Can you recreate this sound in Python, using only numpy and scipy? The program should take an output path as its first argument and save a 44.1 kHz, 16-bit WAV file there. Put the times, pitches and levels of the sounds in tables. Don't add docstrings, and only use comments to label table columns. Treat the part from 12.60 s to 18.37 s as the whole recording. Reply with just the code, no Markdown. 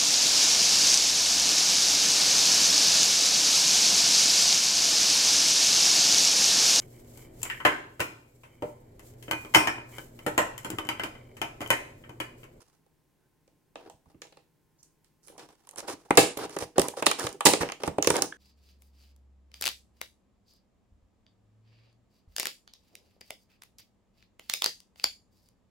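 import sys
import numpy as np
from scipy import signal
from scipy.fft import rfft, irfft
from scipy.io import wavfile
from scipy.ndimage import uniform_filter1d, minimum_filter1d

SR = 44100
rng = np.random.default_rng(int(sys.argv[2]) if len(sys.argv) > 2 else 0)


def dump_mix(stems):
    frames = np.atleast_2d(stems).T
    limited = np.clip(frames, -1, 1)
    pcm = np.round(limited * 32767).astype(np.int16)
    wavfile.write(sys.argv[1], SR, pcm)


N = 254456

# pitch_hz, level_db
ROOM_NOISE_COLOUR = [(15, -68), (25, -23), (108, -4.5), (157, -1.5), (185, -8), (317, -5), (695, -17.5),
                     (900, -13.5), (1130, -23.5), (1560, -20.5), (3500, -27.5), (16000, -28.5)]
# pitch_hz, level_db
RUMBLE_COLOUR = [(15, -21.5), (40, 23), (90, -15.5), (200, -27), (500, -65)]
# pitch_hz, level_db
ECHO_COLOUR = [(100, -5.5), (170, -3), (220, -10), (300, -4), (450, -9), (550, -12.5), (700, -11),
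               (1100, -13), (1700, -10.5), (2800, -4), (4500, -8), (10000, -9.5), (15000, -4)]
# pitch_hz, fade_s
ECHO_FADES = [(100, .22), (300, .25), (550, .3), (1500, .29), (9000, .29), (12000, .23), (15000, .2)]
# time_s, share_db
ROOM_SHARE = [(0, -2), (1.2, 3.5), (1.62, 3.5), (1.67, 2.5), (2.3, 4.5), (2.8, 7), (3.15, -5), (3.5, -3.5),
              (3.58, 0.75), (3.77, 3), (4.02, -7), (4.2, -2), (4.5, -2.5), (4.85, -1), (5.25, -2),
              (5.43, -1), (5.7, -7)]
# pitch_hz, knock_level_db, knock_fade_s (to fall 60 dB), after_ring_db
SHELL_NOTES = [(151.6, -10.5, 0.092, -9), (211.2, -6.5, 0.06, -1), (279.6, -2, 0.036, 1),
               (325.8, 5, 0.033, -9), (421.5, 4, 0.042, -8), (485.3, 4.5, 0.025, 1),
               (554, -0.5, 0.071, -18.5), (660, -3, 0.053, -6), (799.6, -2.5, 0.077, -5),
               (864, 4.5, 0.037, -14.5), (963, 2.5, 0.027, -1.5), (1165, 8, 0.03, -17.5),
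               (1714, -7.5, 0.018, -2.5), (2370, -11.5, .03, -0.5), (2630, -2.5, 0.019, -11),
               (3060, -2.5, .02, 0), (3725, -16, .02, -3)]
# pitch_hz, level_db
RUB_COLOUR = [(60, -14.5), (180, -11.5), (300, 1.5), (440, 5), (620, -5), (790, 2), (1050, -13),
              (1500, -9.5), (3000, -40)]
# pitch_hz, level_db
CRACK_COLOUR = [(500, -71.5), (900, 5), (1200, 5.5), (1500, -0.5), (1850, -1), (2150, -2), (2500, -3.5),
                (3200, -4), (4300, -3.5), (5500, -5.5), (9000, -48)]
# pitch_hz, level_db
TICK_COLOUR = [(2000, -105.5), (4000, -8), (5200, 3), (7500, 0), (9800, 1.5), (11200, -5.5), (12800, -11),
               (15500, -11), (17000, -79)]
# start_s, level_db
THUMPS = [(1.34, -59.5), (1.466, -56), (1.551, -58), (3.578, -29), (4.023, -43.5), (4.184, -36),
          (4.644, -36.5), (4.857, -37), (5.006, -32.5), (5.276, -31), (5.477, -46.5), (5.505, -34)]
# start_s, length_s, pitch_hz,
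# level_db
SQUEAKS = [(0.582, 0.12, 1530, -84), (2.18, 0.043, 6080, -67.5), (3.224, 0.012, 573, -50),
           (3.787, 0.0078, 1065, -39), (4.225, 0.055, 1016, -43.5), (4.336, 0.0082, 920, -44),
           (4.599, 0.019, 1673, -39.5), (4.741, 0.021, 393, -47), (5.723, 0.0065, 1564, -38)]
# start_s, end_s, strength_db, sharpness_db
SCRAPES = [(0, 0.026, -62, 2.5), (0.014, 0.219, -76.5, 2), (1.172, 1.299, -64.5, -8.5),
           (1.46, 1.535, -73.5, -3.5), (2.627, 2.68, -74, 12.5), (2.699, 2.757, -75.5, -11),
           (2.778, 2.868, -59, -2), (2.886, 2.963, -67.5, -2), (2.964, 3.167, -73, -0.5),
           (3.172, 3.208, -48.5, 3), (3.227, 3.286, -60, -7.5), (3.272, 3.339, -44, -1),
           (3.385, 3.519, -67.5, -1), (3.784, 3.865, -44.5, -5), (3.9, 3.959, -54, 0),
           (3.983, 4.05, -45, -0.5), (4.159, 4.186, -52, -10), (4.24, 4.269, -53, -11),
           (4.366, 4.408, -46.5, -1.5), (4.462, 4.467, -29.5, 3), (4.474, 4.514, -49, -7.5),
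           (4.58, 4.675, -42, -1.5), (5.005, 5.032, -37, -2.5), (5.037, 5.106, -53.5, -7),
           (5.2, 5.228, -54, -4), (5.236, 5.296, -50.5, -2.5), (5.534, 5.599, -38.5, -6.5),
           (5.599, 5.662, -48, -9)]
# start_s, pop_db, pop_hz, boom_db
POPS = [(3.5075, -19, 370, -27), (3.5096, -23.5, 886, -33), (3.5812, -15, 466, -19.5),
        (4.182, -18.5, 411, -26.5), (4.1876, -19, 417, -32.5), (4.8687, -20, 400, -25),
        (5.3846, -24.5, 656, -35.5)]
# start_s, knock_db, crack_db, tick_db, knock_hz, crack_hz, tick_hz, knock_spread_octaves, tear_s
SNAPS = [(0.263, -67, -78, -78, 620, 2300, 9400, 0.6, 0.0019),
         (0.877, -64, -70, -69, 500, 2500, 6200, 0.5, 0.0016),
         (1.1558, -43, -47.5, -56.5, 600, 2900, 6540, 0.7, 0.0031),
         (1.298, -51, -57, -55, 690, 2700, 7100, 0.34, 0.0037),
         (1.457, -63.5, -78, -81, 950, 2500, 7000, 0.6, 0.003),
         (1.544, -56.5, -69, -86, 270, 2100, 8800, 0.7, 0.0021),
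         (1.618, -50.5, -46.5, -47, 670, 2900, 6300, 1.1, 0.003),
         (1.651, -56, -74, -70, 700, 3000, 8500, 0.8, 0.006),
         (1.669, -69, -62, -63, 700, 3600, 8500, 0.8, 0.001),
         (1.723, -58.5, -58.5, -67, 550, 3900, 8440, 0.5, 0.0043),
         (1.7702, -55.5, -58.5, -64, 580, 3600, 8000, 0.7, 0.0027),
         (2.229, -90, -73, -53.5, 480, 4600, 7100, 1.3, 0.0087),
         (2.445, -78, -69, -66, 430, 3300, 8600, 0.6, 0.001),
         (2.673, -64, -66, -55, 500, 3600, 10000, 0.8, 0.001),
         (2.682, -61.5, -56, -52.5, 410, 3600, 10600, 1.2, 0.0004),
         (2.698, -55, -69, -73, 530, 2900, 8200, 1.2, 0.0015),
         (2.723, -60.5, -74, -67, 500, 3600, 10000, 0.8, 0.0016),
         (2.779, -51.5, -55, -52.5, 680, 3000, 8050, 0.9, 0.0055),
         (2.794, -68, -54, -61, 600, 3000, 9500, 0.8, 0.0012),
         (2.888, -59.5, -61, -61.5, 800, 3000, 6500, 0.8, 0.0033),
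         (3.071, -69, -61, -54.5, 650, 3100, 9600, 1.0, 0.0026),
         (3.0899, -61, -57, -47, 610, 4000, 8000, 0.7, 0.00097),
         (3.111, -74, -64, -51, 520, 3500, 8950, 1.3, 0.0007),
         (3.136, -55.5, -65, -67, 700, 2400, 8000, 0.6, 0.0018),
         (3.1594, -53.5, -54, -48.5, 710, 2600, 8500, 1.0, 0.00062),
         (3.1833, -44.5, -48, -38, 520, 2500, 8300, 1.0, 0.0028),
         (3.203, -50.5, -48.5, -45, 520, 2600, 7400, 0.8, 0.0033),
         (3.283, -40.5, -41.5, -48, 600, 2400, 7680, 0.8, 0.0022),
         (3.336, -45, -54, -53, 320, 2400, 7500, 0.6, 0.0053),
         (3.5063, -19.5, -23, -33.5, 750, 1850, 8250, 0.8, 0.0033),
         (3.553, -41, -50, -45, 500, 3500, 7000, 0.8, 0.0064),
         (3.5729, -11.5, -11.5, -9.5, 700, 2780, 7630, 0.9, 0.0039),
         (3.5776, -12, -15, -21.5, 803, 2070, 9200, 1.1, 0.0042),
         (3.7704, -35.5, -43.5, -49.5, 420, 3000, 9000, 0.7, 0.0026),
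         (3.774, -45.5, -46, -38.5, 500, 3600, 13200, 0.8, 0.00077),
         (3.895, -48.5, -52.5, -50, 500, 3000, 8900, 1.1, 0.001),
         (3.964, -29.5, -38, -42, 350, 2000, 7570, 0.92, 0.0077),
         (3.9874, -41, -45.5, -37, 390, 2400, 6900, 1.1, 0.0008),
         (4.022, -34, -43.5, -48, 470, 2600, 7300, 0.7, 0.0048),
         (4.181, -18, -29, -27.5, 685, 2700, 7000, 0.6, 0.0025),
         (4.195, -24, -30, -25.5, 390, 2900, 8600, 0.6, 0.0024),
         (4.2167, -54, -34, -28.5, 430, 3300, 8900, 1.3, 0.0012),
         (4.284, -36.5, -40.5, -33, 560, 3600, 9200, 0.7, 0.0016),
         (4.372, -36.5, -50, -69, 560, 2300, 7800, 0.3, 0.0036),
         (4.4231, -27.5, -30, -36.5, 700, 2100, 7860, 1.3, 0.0069),
         (4.465, -21, -17, -21.5, 640, 3500, 7440, 1.2, 0.0027),
         (4.5128, -28, -27.5, -30, 1120, 2600, 7000, 1.2, 0.0031),
         (4.596, -39.5, -42, -33, 1090, 2900, 7450, 0.6, 0.0008),
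         (4.6395, -36, -43.5, -44, 450, 3000, 7950, 0.8, 0.00087),
         (4.6671, -34.5, -33, -34.5, 530, 2400, 7660, 1.2, 0.0039),
         (4.691, -46, -51, -45, 600, 3200, 8400, 0.8, 0.0012),
         (4.7277, -52, -59, -47.5, 310, 3300, 8000, 0.8, 0.001),
         (4.8067, -28.5, -34, -38.5, 1080, 2100, 7800, 0.65, 0.0039),
         (4.8526, -27, -35, -26, 500, 3600, 6530, 0.8, 0.0025),
         (4.8554, -15, -13.5, -9.5, 520, 3500, 7900, 1.1, 0.0057),
         (4.8599, -17.5, -21, -17, 950, 3300, 7130, 0.9, 0.0047),
         (4.865, -32, -16.5, -19, 500, 3600, 6800, 1.0, 0.0011),
         (4.8701, -24, -24.5, -17.5, 450, 3800, 7500, 0.8, 0.00068),
         (4.888, -26, -39, -31, 444, 4000, 7500, 0.6, 0.0015),
         (4.935, -22, -25, -26.5, 510, 2700, 6800, 0.7, 0.0019),
         (5.0076, -44, -29, -45.5, 640, 1700, 7000, 1.0, 0.0095),
         (5.03, -27.5, -33, -47, 460, 2000, 6160, 0.6, 0.0044),
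         (5.088, -57, -38, -50, 710, 2300, 5400, 1.3, 0.0014),
         (5.098, -41.5, -42, -50, 900, 2000, 5450, 0.8, 0.0015),
         (5.1201, -43.5, -37.5, -41.5, 650, 2700, 5800, 1.3, 0.00072),
         (5.2342, -29, -34, -41, 420, 2200, 6500, 1.3, 0.0026),
         (5.2597, -61, -63, -60, 500, 3200, 8000, 0.8, 0.00066),
         (5.2669, -43, -60, -45, 500, 3400, 7400, 0.8, 0.00072),
         (5.276, -27, -34.5, -40, 430, 1900, 6700, 1.3, 0.0042),
         (5.3829, -25, -37, -46, 400, 2200, 7040, 0.7, 0.0026),
         (5.4253, -35, -33, -25.5, 720, 3400, 5450, 1.3, 0.0006),
         (5.4452, -34.5, -33, -36, 360, 3000, 7260, 0.8, 0.00091),
         (5.4721, -19.5, -24, -21, 470, 2700, 6400, 0.6, 0.0032),
         (5.5024, -22.5, -25, -23.5, 540, 1800, 8000, 0.7, 0.0038),
         (5.556, -32.5, -33, -36, 500, 2500, 8500, 0.8, 0.0037),
         (5.566, -35, -36.5, -29.5, 500, 2800, 7150, 1.3, 0.0013),
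         (5.6211, -33, -32, -20.5, 440, 3600, 7650, 1.2, 0.0026)]


def amp(db):
    return 10 ** (np.asarray(db) / 20)


def value_at(table, hz):
    pitches, values = np.transpose(table)
    return np.interp(np.log(hz + 1), np.log(pitches + 1), values)


def add(mix, start_s, sound):
    part = mix[:, max(0, round(start_s * SR)):][:, :sound.shape[1]]
    part += sound[:, :part.shape[1]]


def unit_level(x):
    return x / np.sqrt(np.mean(x ** 2) + 1e-20)


def unit_hit(x):
    return unit_level(x) * np.sqrt(SR / 100 / x.shape[1])


def pan(db):
    return unit_level(amp([[db / 2], [-db / 2]]))


def coloured(x, colour):
    log_gain = np.log(amp(value_at(colour, abs(np.fft.fftfreq(2048, 1 / SR)))))
    taps = np.fft.ifft(np.exp(np.conj(signal.hilbert(log_gain)))).real
    return signal.fftconvolve(x, taps[None, :len(taps) // 2], axes=1)[:, :x.shape[1]]


def noise_pair(count, apart):
    noise = rng.standard_normal((3, count))
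    return np.sqrt(1 - apart) * noise[0] + np.sqrt(apart) * noise[1:]


def ring(x, hz, width_hz):
    decay = np.exp(-np.pi * width_hz / SR)
    return signal.lfilter([1, 0, -1], [1, -2 * decay * np.cos(2 * np.pi * hz / SR), decay ** 2], x)


def background(hum_hz=158.6, hum_db=-80, whine_hz=1056, whine_db=-89):
    t = np.arange(N) / SR
    hum = amp(hum_db) * unit_level(np.sin(2 * np.pi * hum_hz * t))
    whine = amp(whine_db) * unit_level(np.sin(2 * np.pi * whine_hz * t))
    rumble = amp(-78) * unit_level(coloured(noise_pair(N, apart=.51), RUMBLE_COLOUR))
    noise = amp(-69.5) * unit_level(coloured(noise_pair(N, apart=.44), ROOM_NOISE_COLOUR))
    return noise + rumble + hum + whine


def reflections(first_s=.001, build_s=.004, bounces_per_s=5000):
    t = np.arange(SR // 2) / SR
    bounces = rng.standard_normal((2, len(t))) * (rng.random((2, len(t))) < bounces_per_s / SR)
    bounces *= 1 - np.exp(-np.maximum(t - first_s, 0) / build_s)
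    hz, times, bands = signal.stft(bounces, SR, nperseg=256)
    fade = np.exp(-np.log(1000) * times / value_at(ECHO_FADES, hz)[:, None])
    shared = 1 / (1 + (hz[:, None] / 450) ** 2)
    bands[1] = np.sqrt(shared) * bands[0] + np.sqrt(1 - shared) * bands[1]
    tail = signal.istft(bands * fade, SR, nperseg=256)[1]
    return coloured(tail / np.linalg.norm(tail, axis=1, keepdims=True), ECHO_COLOUR)


def room_echo(x, patterns=6, split_hz=2500, low_turn_s=.003, high_turn_s=.0008):
    out, t = np.zeros((2, N)), np.arange(N) / SR
    mono = x.sum(0) / np.sqrt(2)
    low = signal.sosfiltfilt(signal.butter(2, split_hz, fs=SR, output="sos"), mono)
    for pattern in range(patterns):
        feed = 0
        for band, turn_s in ((low, low_turn_s), (mono - low, high_turn_s)):
            turns_away = abs((t / turn_s - pattern) % patterns - patterns / 2)
            feed = feed + band * np.cos(np.pi / 2 * np.minimum(turns_away, 1))
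        out += signal.oaconvolve(feed[None], reflections(), axes=1)[:, :N]
    return pan(-1.7) * out


def after_ring(x, longest_s=.38, half_as_long_hz=1700, boost_db=2.5):
    out = 0
    for hz, _, _, db in SHELL_NOTES:
        fade_s = longest_s / (1 + hz / half_as_long_hz)
        width_hz = np.log(1000) / (np.pi * fade_s)
        out = out + amp(db + boost_db) * ring(x, hz, width_hz) * np.pi * width_hz / SR
    return out


def table_thumps(near_hz=(88, 135), rise_s=.012, decay_s=.0058):
    out, t = np.zeros((2, N)), np.arange(SR // 8) / SR
    swell = np.exp(-t / decay_s) * (1 - np.exp(-t / rise_s))
    for start_s, db in THUMPS:
        tones = sum(np.sin(2 * np.pi * hz * rng.uniform(.88, 1.137) * t) for hz in near_hz)
        add(out, start_s, amp(db) * pan(-5) * unit_hit((tones * swell)[None]))
    return out


def creaks(start_s=2.75, end_s=5.7, per_s=14, length_s=.0084, centre_hz=877, octaves=.27, db=-60):
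    span_s = end_s - start_s
    return [(start_s + span_s * when, length_s, centre_hz * 2 ** (octaves * (2 * pitch - 1)), db)
            for when, pitch in rng.random((round(span_s * per_s), 2))]


def squeaks(wobble=.13, overtone_db=-14):
    out = np.zeros((2, N))
    for start_s, length_s, hz, db in SQUEAKS + creaks():
        count = round(length_s * SR)
        waver = unit_level(uniform_filter1d(rng.standard_normal(count), size=30))
        angle = 2 * np.pi * np.cumsum(hz * (1 + wobble * waver)) / SR
        tone = np.sin(angle) + amp(overtone_db) * np.sin(2 * angle)
        tone *= signal.windows.tukey(count, .7)
        add(out, start_s, amp(db) * pan(-2.7) * unit_level(tone))
    return out


def blade_scrapes(slips_per_s=900, at_strength_db=-45, doubling_db=12, slip_decay_s=.004):
    out = np.zeros((2, N))
    for start_s, end_s, strength_db, sharpness_db in SCRAPES:
        count = round((max(end_s - start_s, .01) + .0074) * SR)
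        slip_chance = slips_per_s * 2 ** ((strength_db - at_strength_db) / doubling_db) / SR
        sizes = amp(1.5 * np.minimum(rng.exponential(1, count), 3.5))
        kicks = sizes * (rng.random(count) < slip_chance)
        slips = signal.lfilter([1], [1, -np.exp(-1 / (slip_decay_s * SR))], kicks)
        stroke = (unit_level(slips) + .3) * signal.windows.tukey(count, .4)
        stroke = np.pad(stroke, (0, SR // 50))
        for colour, db, apart, side_db in ((RUB_COLOUR, strength_db - sharpness_db, .15, 0),
                                           (CRACK_COLOUR, strength_db - .4, .55, 0),
                                           (TICK_COLOUR, strength_db + sharpness_db, .7, -10.5)):
            grains = unit_level(coloured(noise_pair(len(stroke), apart) * stroke, colour))
            grains *= np.sqrt(count / len(stroke))
            add(out, start_s - .004, amp(db) * pan(side_db) * grains)
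    return out


def wall_flip(t, hz, cycles):
    progress = t * hz / cycles
    return unit_hit((progress * np.exp(-2 * progress) * np.sin(2 * np.pi * hz * t))[None])


def blister_pops(air_hz=297, fade_s=.073, rise_s=.0037):
    out, t = np.zeros((2, N)), np.arange(SR // 4) / SR
    swell = np.exp(-np.log(1000) * t / fade_s) * (1 - np.exp(-t / rise_s))
    boom = unit_hit((np.sin(2 * np.pi * air_hz * t) * swell)[None])
    for start_s, pop_db, pop_hz, boom_db in POPS:
        pop = amp(pop_db) * wall_flip(t, pop_hz, cycles=1.48)
        add(out, start_s, pan(-1.2) * (pop + amp(boom_db) * boom))
    return out


def shell_knock(t, centre_hz, octaves, tear_s, flip_db=-5.5):
    hz, db, fade_s, _ = np.transpose(SHELL_NOTES)[:, :, None]
    detune, size, phase, mic_offset = rng.standard_normal((4, len(hz), 1))
    weight = amp(db + .5 * size) * np.exp(-(np.log2(hz / centre_hz) / octaves) ** 2 / 2)
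    signs = (-1) ** np.arange(len(hz))[:, None]
    bend = 1 + .025 * rng.uniform(-1, 1)
    angle = 2 * np.pi * hz * bend * (1 + .012 * detune) * t + phase * tear_s * 700
    rise = 1 - np.exp(-t / (.21 * tear_s))
    swing = signs * weight * rise * np.exp(-np.log(1000) * t / fade_s)
    lag = .55 * mic_offset * (hz / 600) ** 2
    notes = np.array([(swing * np.sin(angle + side * lag)).sum(0) for side in (-1, 1)])
    return unit_hit(unit_hit(notes) + amp(flip_db) * wall_flip(t, centre_hz, cycles=1.43))


def tear(t, tear_s, ring_s, linger_db, linger_s, apart):
    burst = np.exp(-np.maximum(t - tear_s, 0) / ring_s)
    linger = amp(linger_db) * np.exp(-t / (linger_s + 2 * tear_s))
    rise = 1 - np.exp(-t / (.0001 + .06 * tear_s))
    return noise_pair(len(t), apart) * (burst + linger) * rise


def sheet_crack(t, centre_hz, tear_s, bluntness_db, focus_db=3):
    hz, db = np.transpose(CRACK_COLOUR)
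    octaves_up = np.log2(hz / centre_hz)
    off_centre_db = focus_db * np.minimum(octaves_up ** 2, 4)
    dulling_db = 1.37 * bluntness_db * np.maximum(octaves_up - .3, 0)
    burst = tear(t, tear_s, ring_s=.003, linger_db=-20, linger_s=.005, apart=.72)
    return unit_hit(coloured(burst, list(zip(hz, db - off_centre_db - dulling_db))))


def sharp_tick(t, centre_hz, tear_s, focus_db=13.5, ring_db=-13, click_db=-3):
    burst = tear(t, tear_s * .5, ring_s=.0009, linger_db=-16, linger_s=.004, apart=.65)
    colour = [(hz, db - focus_db * np.log2(hz / centre_hz) ** 2) for hz, db in TICK_COLOUR]
    edge = coloured(burst, colour)
    ringing = amp(ring_db) * unit_hit(ring(edge, centre_hz, width_hz=2400))
    spike = np.diff(noise_pair(len(t) + 1, apart=.4)) * np.exp(-t / (.0003 + .3 * tear_s))
    click = amp(click_db) * unit_hit(coloured(spike, TICK_COLOUR))
    return unit_hit(unit_hit(edge) + ringing + click)


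def plastic_snaps():
    direct, to_room = np.zeros((2, N)), np.zeros((2, N))
    t = np.arange(SR // 8) / SR
    for start_s, knock_db, crack_db, tick_db, knock_hz, crack_hz, tick_hz, octaves, tear_s in SNAPS:
        share_db = np.interp(start_s, *np.transpose(ROOM_SHARE))
        tick = amp(tick_db) * pan(-11.5) * sharp_tick(t, tick_hz, tear_s)
        crack = amp(crack_db) * sheet_crack(t, crack_hz, tear_s, bluntness_db=max(crack_db - tick_db, 0))
        knock = amp(knock_db) * pan(-2.2) * shell_knock(t, knock_hz, octaves, tear_s)
        for delay_s, sound in ((0, tick), (.0005, crack), (.0006, knock)):
            add(direct, start_s + delay_s, sound)
            add(to_room, start_s + delay_s, amp(share_db) * sound)
    return direct, to_room


def delay_left(x, lag_s=.00007):
    delay = np.exp(-2j * np.pi * np.fft.rfftfreq(N, 1 / SR) * lag_s)
    return np.array([irfft(rfft(x[0]) * delay, N), x[1]])


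def scene(low_cut_hz=55):
    snaps, snaps_to_room = plastic_snaps()
    handling = blade_scrapes() + table_thumps() + squeaks()
    pops = blister_pops()
    spreading = snaps_to_room + amp(-3) * handling + amp(-6) * pops
    pack = delay_left(snaps + handling + pops + after_ring(spreading)) + room_echo(spreading)
    low_cut = signal.butter(2, low_cut_hz, "high", fs=SR, output="sos")
    return signal.sosfilt(low_cut, pack) + background()


def suppress_noise(x, threshold_db=-56.5, range_db=3.5, softness_db=2.5):
    hz, _, bands = signal.stft(x, SR, nperseg=512)
    power = uniform_filter1d((abs(bands) ** 2).mean(0), size=9, axis=0)
    power = uniform_filter1d(power, size=3, axis=1)
    level_db = 10 * np.log10(abs(power) * len(hz) / 4 + 1e-16)
    quietness = (.5 - np.tanh((level_db - threshold_db) / (2 * softness_db))) / 2
    return signal.istft(bands * amp(-range_db * quietness), SR, nperseg=512)[1][:, :N]


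def record(dry, ceiling_db=5, recovery_db_per_s=600, round_off_level=.88, top_hz=16300):
    heard = suppress_noise(dry)
    over_db = np.maximum(20 * np.log10(abs(heard).max(0) + 1e-9) - ceiling_db, 0)
    recovery_db = np.arange(N) * recovery_db_per_s / SR
    gain_db = minimum_filter1d(recovery_db - np.maximum.accumulate(over_db + recovery_db), size=25)
    limited = heard * amp(uniform_filter1d(gain_db, size=25))
    rounded = limited / (1 + (limited / round_off_level) ** 4) ** .25
    treble_cut = signal.firwin(255, top_hz, window=("kaiser", 9), fs=SR)
    return signal.oaconvolve(rounded, treble_cut[None], "same", axes=1)


dry = scene()
out = record(dry)
dump_mix(out)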